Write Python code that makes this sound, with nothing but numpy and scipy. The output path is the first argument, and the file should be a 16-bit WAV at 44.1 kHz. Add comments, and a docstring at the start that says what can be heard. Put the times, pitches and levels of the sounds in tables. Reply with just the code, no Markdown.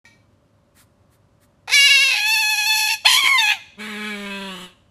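"""Over a quiet hum, an earlier cry of a pet otter is dying away in a small room with a wooden floor.
The otter sniffs a morsel three times: short draughts of noise. Then it begs close to a phone: a wavering
cry breaks upward into a whine, a hoarse scream with paw thuds, and a wail, all pulses of the vocal folds
coloured by throat and mouth. A thin whistle joins the cry and the scream, and low lumps of air rumble.
Last, it walks off with a low nasal grumble and one more paw thud. The room rings a little."""
import sys
import numpy as np
from scipy import signal
from scipy.fft import rfft, irfft, next_fast_len
from scipy.io import wavfile
from scipy.ndimage import uniform_filter1d

SR = 44100
rng = np.random.default_rng(int(sys.argv[2]) if len(sys.argv) > 2 else 0)


def materialize(psi):
    """Save the field psi as 16-bit PCM at rate SR to the path in sys.argv[1].

    A 1-D psi becomes a single channel; in a 2-D psi each row is a channel.
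    """
    bounded = np.clip(np.atleast_2d(psi).T, -1, 1)
    quanta = np.round(bounded * 32767).astype(np.int16)
    wavfile.write(sys.argv[1], SR, quanta)


N = 216220
TIME = np.arange(N) / SR  # [s]
EDGE_HZ = 14600  # upper limit of the sound


def amp(db):
    """Turns decibels into a gain."""
    return 10 ** (np.asarray(db) / 20)


def unit(x):
    """Scales a sound to an average strength (rms) of 1."""
    return x / np.sqrt(np.mean(x ** 2) + 1e-20)


def read(points, hz):
    """Reads a curve between its points, on a logarithmic frequency axis."""
    point_hz, value = np.transpose(points)
    return np.interp(np.log(hz + 1), np.log(point_hz + 1), value)


def follow(rows, t):
    """Reads every column of a curve at the times t."""
    s, *columns = np.transpose(rows)
    return [np.interp(t, s, column) for column in columns]


def add(mix, s, sound):
    """Mixes a sound in at time s, cutting what runs past the end."""
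    part = mix[max(round(s * SR), 0):][:len(sound)]
    part += sound[:len(part)]


def shape(x, gain):
    """Filters by gain, a function of frequency."""
    size = next_fast_len(len(x) + 4096)
    spectrum = rfft(x, size) * gain(np.fft.rfftfreq(size, 1 / SR))
    return irfft(spectrum, size)[:len(x)]


def wander(count, hz):
    """Random drift of rms 1 that moves mostly slower than hz."""
    drift = shape(rng.standard_normal(N), lambda f: 1 / (1 + (f / hz) ** 4))
    return unit(drift[:count])


def resonate(x, hz, width):
    """A resonance of gain 1 whose centre follows the curve hz."""
    turn = np.exp(2j * np.pi * np.cumsum(hz) / SR)
    r = np.exp(-np.pi * width / SR)
    # shift the centre down to zero, smooth there, and shift back
    smooth = signal.lfilter([1 - r], [1, -r], x / turn)
    return 2 * (turn * smooth).real


def steady(x, size=700):
    """Holds the running rms near 1."""
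    power = uniform_filter1d(uniform_filter1d(x ** 2, size), size)
    return x / np.sqrt(abs(power) + 1e-12)


# colour of the room noise: (frequency [Hz], relative level [dB])
ROOM_NOISE = [(15, -71.5), (25, -21.5), (101, -4), (167, -11.5), (237, -10), (427, -19.5), (488, -25.5),
              (573, -17.5), (769, -24), (1060, -21.5), (1960, -33.5), (3180, -36), (7480, -42.5),
              (12100, -48), (15000, -62)]
# steady tones of the hum: (frequency [Hz], relative level [dB])
HUM_TONES = [(102.3, -73), (532.9, -78.5), (581.4, -76)]


def background(start=0.044, noise_db=-59, hum_gain_db=3.5):
    """Low room noise with the wavering hum of a household appliance; both begin at start."""
    noise = unit(shape(rng.standard_normal(N), lambda f: amp(read(ROOM_NOISE, f))))
    noise = noise * amp(noise_db + 0.42 * wander(N, 11))
    hum = np.zeros(N)
    for hz, db in HUM_TONES:
        phase = 2 * np.pi * hz * TIME + 0.75 * wander(N, 1.9)
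        hum += amp(db + hum_gain_db) * np.sqrt(2) * np.sin(phase)
    return (noise + hum) * (TIME > start)


# partials of an earlier cry: (frequency [Hz], relative level [dB], time to fade by 60 dB [s], capped below)
EARLIER_CRY = [(915, -7, 0.35), (1390, -13, 0.5), (1870, 3, 0.33), (2300, 3.5, 0.44), (3170, -13, 0.67),
               (3820, -18, 0.35), (4150, -12, 0.74), (5120, -11, 0.35), (6050, -6, 0.35), (6980, -10, 0.3)]


def echo(start=.052, ring_db=-50, haze_db=-57, longest_t60=0.47 + .14, haze_t60=0.47):
    """The partials and hiss of an earlier cry fade in the room, none outlasting the room itself."""
    t, first = TIME[:SR], SR // 20  # levels are set over the first twentieth of a second
    ring = np.zeros(SR)
    for hz, db, t60 in EARLIER_CRY:
        fade = amp(db - 60 * t / min(t60, longest_t60))
        tone = np.sin(2 * np.pi * (hz * t + rng.random()))
        ring += fade * tone * (1 + .5 * wander(SR, 44))
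    haze = shape(rng.standard_normal(SR),
                 lambda f: amp(read(CRY_COLOUR, f)) * f / np.hypot(f, 5000))
    haze = haze * amp(-60 * t / haze_t60)
    out = np.zeros(N)
    add(out, start, amp(ring_db) * ring / ring[:first].std())
    add(out, start, amp(haze_db) * haze / haze[:first].std())
    return out


# air stirred by the lunge and the moving hand: (time [s], length [s], level [dB])
AIR_LUMPS = [(3.066, 0.073, -51.5), (4.057, 0.72, -59)]


def buffet(top_hz=45):
    """Stirred air rumbles on the microphone as soft lumps of low pressure."""
    out = np.zeros(N)
    for s, length, db in AIR_LUMPS:
        count = int(length * SR)
        add(out, s, amp(db) * wander(count, top_hz) * signal.windows.tukey(count, .4))
    return out


# paws landing on the wooden step: (time [s], peak level [dB])
PAW_LANDINGS = [(3.069, -45), (3.167, -42.5), (3.238, -33), (3.274, -39), (4.653, -48)]
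# ways the wood rings: (frequency [Hz], relative level [dB], time to fade by 60 dB [s])
WOOD_RINGS = [(190, -25.5, 0.12), (320, 0.5, 0.13), (377, 12, 0.026), (440, -7.5, 0.017)]


def paws():
    """Soft pads thud on the wood: a short scuff of noise sets off its fading tones."""
    out, t = np.zeros(N), TIME[:SR // 8]
    wood = sum(amp(db - 60 * t / t60) * np.sin(2 * np.pi * hz * t) for hz, db, t60 in WOOD_RINGS)
    for s, db in PAW_LANDINGS:
        scuff = rng.standard_normal(len(t)) * np.exp(-t / 0.018)
        thud = signal.fftconvolve(scuff, wood)
        add(out, s, amp(db) * thud / abs(thud).max())
    return out


# how long the room rings: (frequency [Hz], time to fade by 60 dB [s])
ROOM_FADE = [(150, 0.38), (800, 0.57), (2500, 0.64), (6000, 0.74), (14000, 0.35)]


def room(x, tail_db, early_db):
    """Furniture scatters the short waves first; then a tail dies band by band."""
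    # sparse random clicks, faded separately in each band, make the tail
    taps = rng.choice([-1., 1.], SR) * (rng.random(SR) < 4000 / SR) * (TIME[:SR] > .008)
    hz, t, bands = signal.stft(taps, SR, nperseg=256)
    fade = amp(-60 * t / read(ROOM_FADE, hz)[:, None])
    tail = signal.istft(bands * fade, SR, nperseg=256)[1]
    early = np.zeros(len(tail))
    early_s = rng.uniform(.002, .014, size=8)
    early[(early_s * SR).astype(int)] = rng.choice([-1., 1.], size=8)
    response = amp(tail_db) * tail / np.linalg.norm(tail)
    response = response + amp(early_db) * early / np.linalg.norm(early)
    reflected = signal.fftconvolve(x, response)[:N]
    return x + shape(reflected, lambda f: f / np.hypot(f, 900))  # less bass comes back


# sniffs at the food: (time [s], length [s], level before the room mix [dB])
SNIFF_TIMES = [(0.732, 0.13, -48.5), (1.091, 0.095, -59), (1.393, 0.082, -56)]
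# colour of the nose: (frequency [Hz], relative level [dB])
NOSE_COLOUR = [(710, -25), (1200, -7), (1490, -12), (2010, -8.5), (2700, -19), (3990, -13.5), (5900, -19),
               (8640, -12.5), (13000, -18), (14000, -15.5)]


def sniffs():
    """Short soft draughts through the otter's nose: coloured noise that swells and sinks."""
    out = np.zeros(N)
    for s, length, db in SNIFF_TIMES:
        air = unit(shape(rng.standard_normal(N), lambda f: amp(read(NOSE_COLOUR, f))))
        count = int(length * SR)
        add(out, s, amp(db) * air[:count] * np.hanning(count))
    return out


# the voice strains or slackens: (time [s], half length [s], added roughness [0-1], effort [dB],
# bass [dB], treble [dB])
VOICE_STRAINS = [(1.68, .035, .85, 4, 7, -7), (1.95, .06, 0, 3, 0, -2.5), (2.15, .055, .55, 0, -1.5, -1),
                 (2.24, .025, 0, 0, -2, -5), (2.34, .05, 0, 2, -2, 1), (2.715, .025, 0, 4, 0, -4),
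                 (2.79, .035, .25, -1, 1, 5), (2.92, .05, .5, 0, 0, 0), (3.064, .012, .3, 8, 7, -9),
                 (3.14, .05, .5, 1, -1, 7), (3.22, .018, .2, -4, -2, 0), (3.27, .022, .9, 3, -1, 0),
                 (3.345, .035, 0, 4, 3, -4), (3.51, .035, .5, 6, -1, -6), (3.84, .1, .35, -1, -3, 3),
                 (4.07, .05, 0, 4, 0, 0), (4.61, .09, .4, -4, -5, 6)]


def strain(t):
    """Roughness, effort, bass and treble that each passing strain adds, as smooth bumps in time."""
    return sum(np.outer(added, np.exp(-((t - s) / half) ** 2)) for s, half, *added in VOICE_STRAINS)


SWELL_DB, RELEASE_DB = 22, 30  # effort climbs this far at the start; the voice dies this far at the end
BASS_FOLLOWS, TREBLE_FOLLOWS = .1, .8  # share of effort that reaches the lowest and highest partials
# one mouth resonance glides once per phrase, by phrase name:
# (from [Hz], to [Hz], time midway [s], glide [s])
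MOUTH_GLIDES = {"cry": (1870, 2810, 1.76, .025), "whine": (2220, 2640, 2.23, .05),
                "scream": (3220, 2020, 3.24, .035), "wail": (3650, 2490, 3.415, .015),
                "grumble": (2290, 2830, 4.3, .13)}


def controls(phrase, pitch, name):
    """Effort swells, fades as the air runs out and rises with pitch; bass and treble follow in part."""
    (start, end, swell, release, mouth_db, bass_db, treble_db,
     fade, treble_fade, push, rough) = phrase
    t = np.arange(start, end, 1 / SR)
    (hz,) = follow(pitch, t)
    hoarse, strain_db, chest_db, shrill_db = strain(t)
    semitones = 12 * np.log2(hz / np.median(hz))
    swell_db = SWELL_DB * np.maximum(1 - (t - start) / swell, 0)
    release_db = RELEASE_DB * np.maximum(1 - (end - t) / release, 0)
    effort_db = push * semitones + strain_db - swell_db
    bands_db = np.array([bass_db + BASS_FOLLOWS * effort_db + chest_db,
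                         mouth_db + effort_db - fade * (t - start),
                         treble_db + TREBLE_FOLLOWS * effort_db + shrill_db - treble_fade * (t - start)])
    from_hz, to_hz, midway, glide = MOUTH_GLIDES[name]
    mouth_hz = from_hz + (to_hz - from_hz) * (1 + np.tanh((t - midway) / glide)) / 2
    return t, hz, np.clip(rough + hoarse, 0, 1), mouth_hz, amp(bands_db - release_db)


def throat_filter(x, points, size=4096):
    """Colours the voice so that each pulse rings only after it strikes."""
    hz = abs(np.fft.fftfreq(size, 1 / SR))
    log_gain = np.log(amp(np.maximum(read(points, hz), -80)))
    # the phase that belongs to this gain puts all the ringing after the strike
    response = np.fft.ifft(np.exp(np.conj(signal.hilbert(log_gain)))).real
    return signal.fftconvolve(x, response[:size // 2])[:len(x)]


# narrow bands missing from the voice: (frequency [Hz], width [Hz])
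CAVITIES = [(8700, 337), (11900, 110), (12600, 220)]


def notches(f):
    """Side cavities of the nose and throat weaken narrow bands."""
    return np.prod([1 - 0.82 / (1 + ((f - hz) / width) ** 4) for hz, width in CAVITIES], axis=0)


def bounce(x, delay, sway, gain):
    """The floor's reflection shifts as the head moves, so upper partials swell and sink in turn."""
    index = np.arange(len(x))
    delay_samples = SR * (delay + sway * wander(len(x), 3.28))
    late = np.interp(index - delay_samples, index, x, left=0)
    return x + gain * shape(late, lambda f: f ** 2 / (f ** 2 + 1200 ** 2))


def vocal_folds(hz, turns, rough, rasp, doubling, buzz, buzz_hz, spread=.12):
    """The folds close gradually, so each pulse is spread over part of its cycle; hoarseness shakes it."""
    count = len(hz)
    pulses = np.zeros(count)
    for k in range(1, int(EDGE_HZ / hz.min()) + 1):
        pulses += np.cos(2 * np.pi * k * turns - spread * k * k) * (k * hz < SR / 2)
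    # hoarse folds vary in strength, and alternate strong and weak cycles
    alternate = doubling * wander(count, 33) * np.cos(np.pi * turns)
    folds = unit(pulses) * (1 + rough * (rasp * wander(count, 310) + alternate))
    # a second vibration in the throat comes and goes, flanking each partial with side tones
    buzz_turns = np.cumsum(buzz_hz * (1 + .07 * wander(count, 25))) / SR
    buzz_depth = buzz * (1 + .6 * wander(count, 9))
    return folds * (1 + buzz_depth * np.cos(2 * np.pi * buzz_turns))


def voice(name, phrase, pitch, throat, jitter, jitter_hz, air, rasp, doubling, clean_hz, ring_db,
          ring_width, waver, rise, fall, reflect, buzz=0, buzz_hz=310):
    """Unsteady vocal-fold pulses and puffs of air pass the throat and the moving mouth."""
    t, hz, rough, mouth_hz, (bass_gain, middle_gain, treble_gain) = controls(phrase, pitch, name)
    count = len(t)
    # the pitch wavers a little, and more when hoarse
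    hz = hz * (1 + waver * wander(count, 35) + jitter * rough * wander(count, jitter_hz))
    turns = np.cumsum(hz) / SR
    folds = vocal_folds(hz, turns, rough, rasp, doubling, buzz, buzz_hz)
    # air hisses through each opening of the folds and rivals the partials above clean_hz
    opening = 0.18 + np.exp(-(turns % 1) / 0.12)
    puffs = unit(opening * rng.standard_normal(N)[:count])
    drive = shape(folds, lambda f: .6 + .4 / (1 + (f / clean_hz) ** 10))
    drive += .55 * shape(puffs, lambda f: 1 - 1 / (1 + (f / clean_hz) ** 10))
    drive += air * rough * shape(puffs, lambda f: f / np.hypot(f, 3500))
    x = throat_filter(drive, throat)
    x = x + amp(ring_db) * resonate(x, mouth_hz, ring_width)
    x = bounce(shape(x, notches), delay=0.0012024, sway=.0001, gain=reflect)
    # effort shifts the power between the lowest partials, the mouth band and the treble
    bass = shape(x, lambda f: 1 / (1 + (f / 1400) ** 16))
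    treble = shape(x, lambda f: 1 - 1 / (1 + (f / 4800) ** 24))
    middle = x - bass - treble
    x = bass_gain * steady(bass) + middle_gain * steady(middle) + treble_gain * steady(treble)
    ends = np.clip(np.minimum((t - t[0]) / rise, (t[-1] - t) / fall), 0, 1)
    out = np.zeros(N)
    add(out, t[0], np.sin(np.pi / 2 * ends) * x)
    return out


# grumble phrase, columns as in CRY_PHRASE
GRUMBLE_PHRASE = (3.77, 4.74, .028, .1, -38, -35.5, -55, 2, 1, .3, .19)
# grumble pitch before wavering: (time [s], pitch [Hz])
GRUMBLE_NOTES = [(3.79, 207.0), (3.822, 212.1), (3.918, 211.9), (3.95, 205.7), (4.078, 213.7),
                 (4.174, 202.0), (4.462, 195.5), (4.574, 179.9), (4.698, 180.2)]
# throat and mouth in the grumble: (frequency [Hz], relative level [dB])
GRUMBLE_COLOUR = [(120, -2.5), (200, 9.5), (400, 4), (610, -5), (800, -13), (1000, -1.5), (1400, -8),
                  (1750, -10), (2500, -18.5), (3800, -13), (5200, -33), (7400, -25.5), (9500, -25),
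                  (13500, -36)]


def grumble():
    """A low nasal complaint as the otter turns away: slow fold pulses through a bassy throat."""
    return voice("grumble", GRUMBLE_PHRASE, GRUMBLE_NOTES, GRUMBLE_COLOUR,
                 jitter=.05, jitter_hz=107.7, air=2.4, rasp=0.087, doubling=0.049, clean_hz=7120,
                 ring_db=16, ring_width=300, waver=0.0054, rise=0.04, fall=0.012, reflect=0.5)


# thin whistles on the hardest pushes: (time [s], length [s], level before the room mix [dB])
WHISTLE_TIMES = [(1.726, 0.2, -23.5), (1.85, 0.23, -28), (3.06, 0.067, -21.5)]


def whistle(hz=5062, flutter=0.19):
    """The whistle keeps its pitch while the voice wavers under it; only its level flutters."""
    level = np.zeros(N)
    for s, length, db in WHISTLE_TIMES:
        add(level, s, amp(db) * signal.windows.tukey(int(length * SR), .15))
    return level * (1 + flutter * wander(N, 60)) * np.sqrt(2) * np.sin(2 * np.pi * hz * TIME)


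# cry phrase, levels before the room mix: (start [s], end [s], swell [s], release [s], mouth band [dB],
# bass [dB], treble [dB], mouth band fade [dB/s], treble fade [dB/s], push [dB/semitone], roughness [0-1])
CRY_PHRASE = (1.675, 2.19, .065, .01, -11, -36.5, -18, 7, 20, 2, .025)
# cry pitch before wavering: (time [s], pitch [Hz])
CRY_NOTES = [(1.712, 477.4), (1.744, 583.9), (1.76, 563.1), (1.872, 563.0), (1.888, 518.1), (1.904, 566.3),
             (1.936, 541.2), (1.952, 559.8), (1.984, 536.9), (2.032, 565.5), (2.048, 542.3), (2.108, 535.2)]
# throat and mouth in the cry: (frequency [Hz], relative level [dB])
CRY_COLOUR = [(260, -55), (450, -18.5), (577, -25), (809, -5), (1090, -18), (1950, -6.5), (2620, 5),
              (2940, -12.5), (3950, 0), (4640, -9), (5700, -11), (7310, -22.5), (11200, -19.5),
              (12100, -35), (13500, -25.5), (15000, -53.5)]


def cry():
    """The first call: fold pulses through a narrow, clear mouth resonance."""
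    return voice("cry", CRY_PHRASE, CRY_NOTES, CRY_COLOUR,
                 jitter=0.11, jitter_hz=162, air=1.0, rasp=1.0, doubling=0.13, clean_hz=14060,
                 ring_db=6.5, ring_width=190, waver=0.0084, rise=0.0019, fall=0.08, reflect=0.16,
                 buzz=.04, buzz_hz=190)


# whine phrase, columns as in CRY_PHRASE
WHINE_PHRASE = (2.125, 2.985, .04, .045, -17, -30, -28.5, 2, -4, 2.5, .09)
# whine pitch before wavering: (time [s], pitch [Hz])
WHINE_NOTES = [(2.2, 822.1), (2.344, 899.5), (2.36, 846.9), (2.408, 882.8), (2.424, 854.2), (2.488, 850.3),
               (2.504, 870.3), (2.568, 821.9), (2.584, 852.6), (2.648, 832.0), (2.664, 876.1),
               (2.872, 853.7), (2.92, 885.7), (2.948, 848.0)]
# throat and mouth in the whine: (frequency [Hz], relative level [dB])
WHINE_COLOUR = [(410, -50), (700, -6.5), (882, 2.5), (1120, -66.5), (1700, -6.5), (1980, -9.5), (2690, 0.5),
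                (3060, -5.5), (3520, -2.5), (3800, -20), (4050, -4), (4380, 0), (4700, -7), (5060, -32),
                (5450, -7), (6100, -17), (8210, -22), (8870, -32), (10900, -16), (12400, -21),
                (15000, -41.5)]


def whine():
    """The folds jump to a higher register, with strong and weak cycles in turn."""
    return voice("whine", WHINE_PHRASE, WHINE_NOTES, WHINE_COLOUR,
                 jitter=.06, jitter_hz=172.7, air=0.09, rasp=0.7, doubling=1.0, clean_hz=5200,
                 ring_db=0.5, ring_width=690, waver=0.0058, rise=0.026, fall=0.0056, reflect=0.2,
                 buzz=.13)


# scream phrase, columns as in CRY_PHRASE
SCREAM_PHRASE = (3.045, 3.39, .012, .005, -13, -24.5, -24, 10, 26, .1, .1)
# scream pitch before wavering: (time [s], pitch [Hz])
SCREAM_NOTES = [(3.05, 672.3), (3.08, 1042), (3.088, 1015), (3.158, 1007), (3.188, 1150), (3.266, 1030),
                (3.29, 1128), (3.38, 1004)]
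# throat and mouth in the scream: (frequency [Hz], relative level [dB])
SCREAM_COLOUR = [(290, -71), (500, -16.5), (1060, -4.5), (1540, -17), (2130, 1), (2640, -6.5), (3130, -4),
                 (3770, -14), (4250, -5), (5160, -15.5), (5700, -11), (6760, -10), (8730, -13),
                 (9380, -9.5), (12300, -14), (15000, -26.5)]


def scream():
    """The highest, hoarse call: rough fold pulses through a strong, wide mouth resonance."""
    return voice("scream", SCREAM_PHRASE, SCREAM_NOTES, SCREAM_COLOUR,
                 jitter=.1, jitter_hz=140.7, air=0.56, rasp=0.4, doubling=0.72, clean_hz=6600,
                 ring_db=14, ring_width=1100, waver=0.0071, rise=0.0066, fall=0.023, reflect=0.71,
                 buzz=.15)


# wail phrase, columns as in CRY_PHRASE
WAIL_PHRASE = (3.375, 3.605, .004, .085, -13, -25.5, -27, 45, 28, .5, .12)
# wail pitch before wavering: (time [s], pitch [Hz])
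WAIL_NOTES = [(3.385, 918.2), (3.465, 823.8), (3.487, 849.9), (3.547, 787.5), (3.575, 677.4)]
# throat and mouth in the wail: (frequency [Hz], relative level [dB])
WAIL_COLOUR = [(410, -27), (700, -17), (882, 2.5), (1030, -13), (1200, -6.5), (1590, -5), (2140, 7),
               (4270, -3), (5040, -21.5), (6270, -7), (6770, -13.5), (8750, -19.5), (9950, -18),
               (12200, -17), (15000, -24)]


def wail():
    """The pitch sinks and the voice fades fast, with a strong floor reflection."""
    return voice("wail", WAIL_PHRASE, WAIL_NOTES, WAIL_COLOUR,
                 jitter=0.067, jitter_hz=194.3, air=0.6, rasp=0.64, doubling=1.0, clean_hz=13000,
                 ring_db=-0.5, ring_width=1200, waver=0.0024, rise=0.017, fall=0.0063, reflect=0.97)


def cries():
    """The loud calls, facing the microphone; the voice jumps from one register to the next."""
    return cry() + whine() + scream() + wail() + whistle()


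def scene():
    """The quiet room, a more distant grumble and the near cries, the same in both channels."""
    mono = background() + echo() + buffet() + paws()
    mono += amp(1.64) * room(grumble(), tail_db=-11, early_db=2)
    mono += amp(-2.76) * room(cries() + sniffs(), tail_db=-18.5, early_db=-6.5)
    return np.array([mono, mono])


def record(dry):
    """The phone rounds off the highest peaks, then cuts everything above the upper limit."""
    rounded = dry / (1 + (dry / .9) ** 8) ** (1 / 8)
    low_pass = signal.firwin(401, EDGE_HZ, window=("kaiser", 9), fs=SR)
    return signal.oaconvolve(rounded, low_pass[None], "same")


dry = scene()
out = record(dry)
materialize(out)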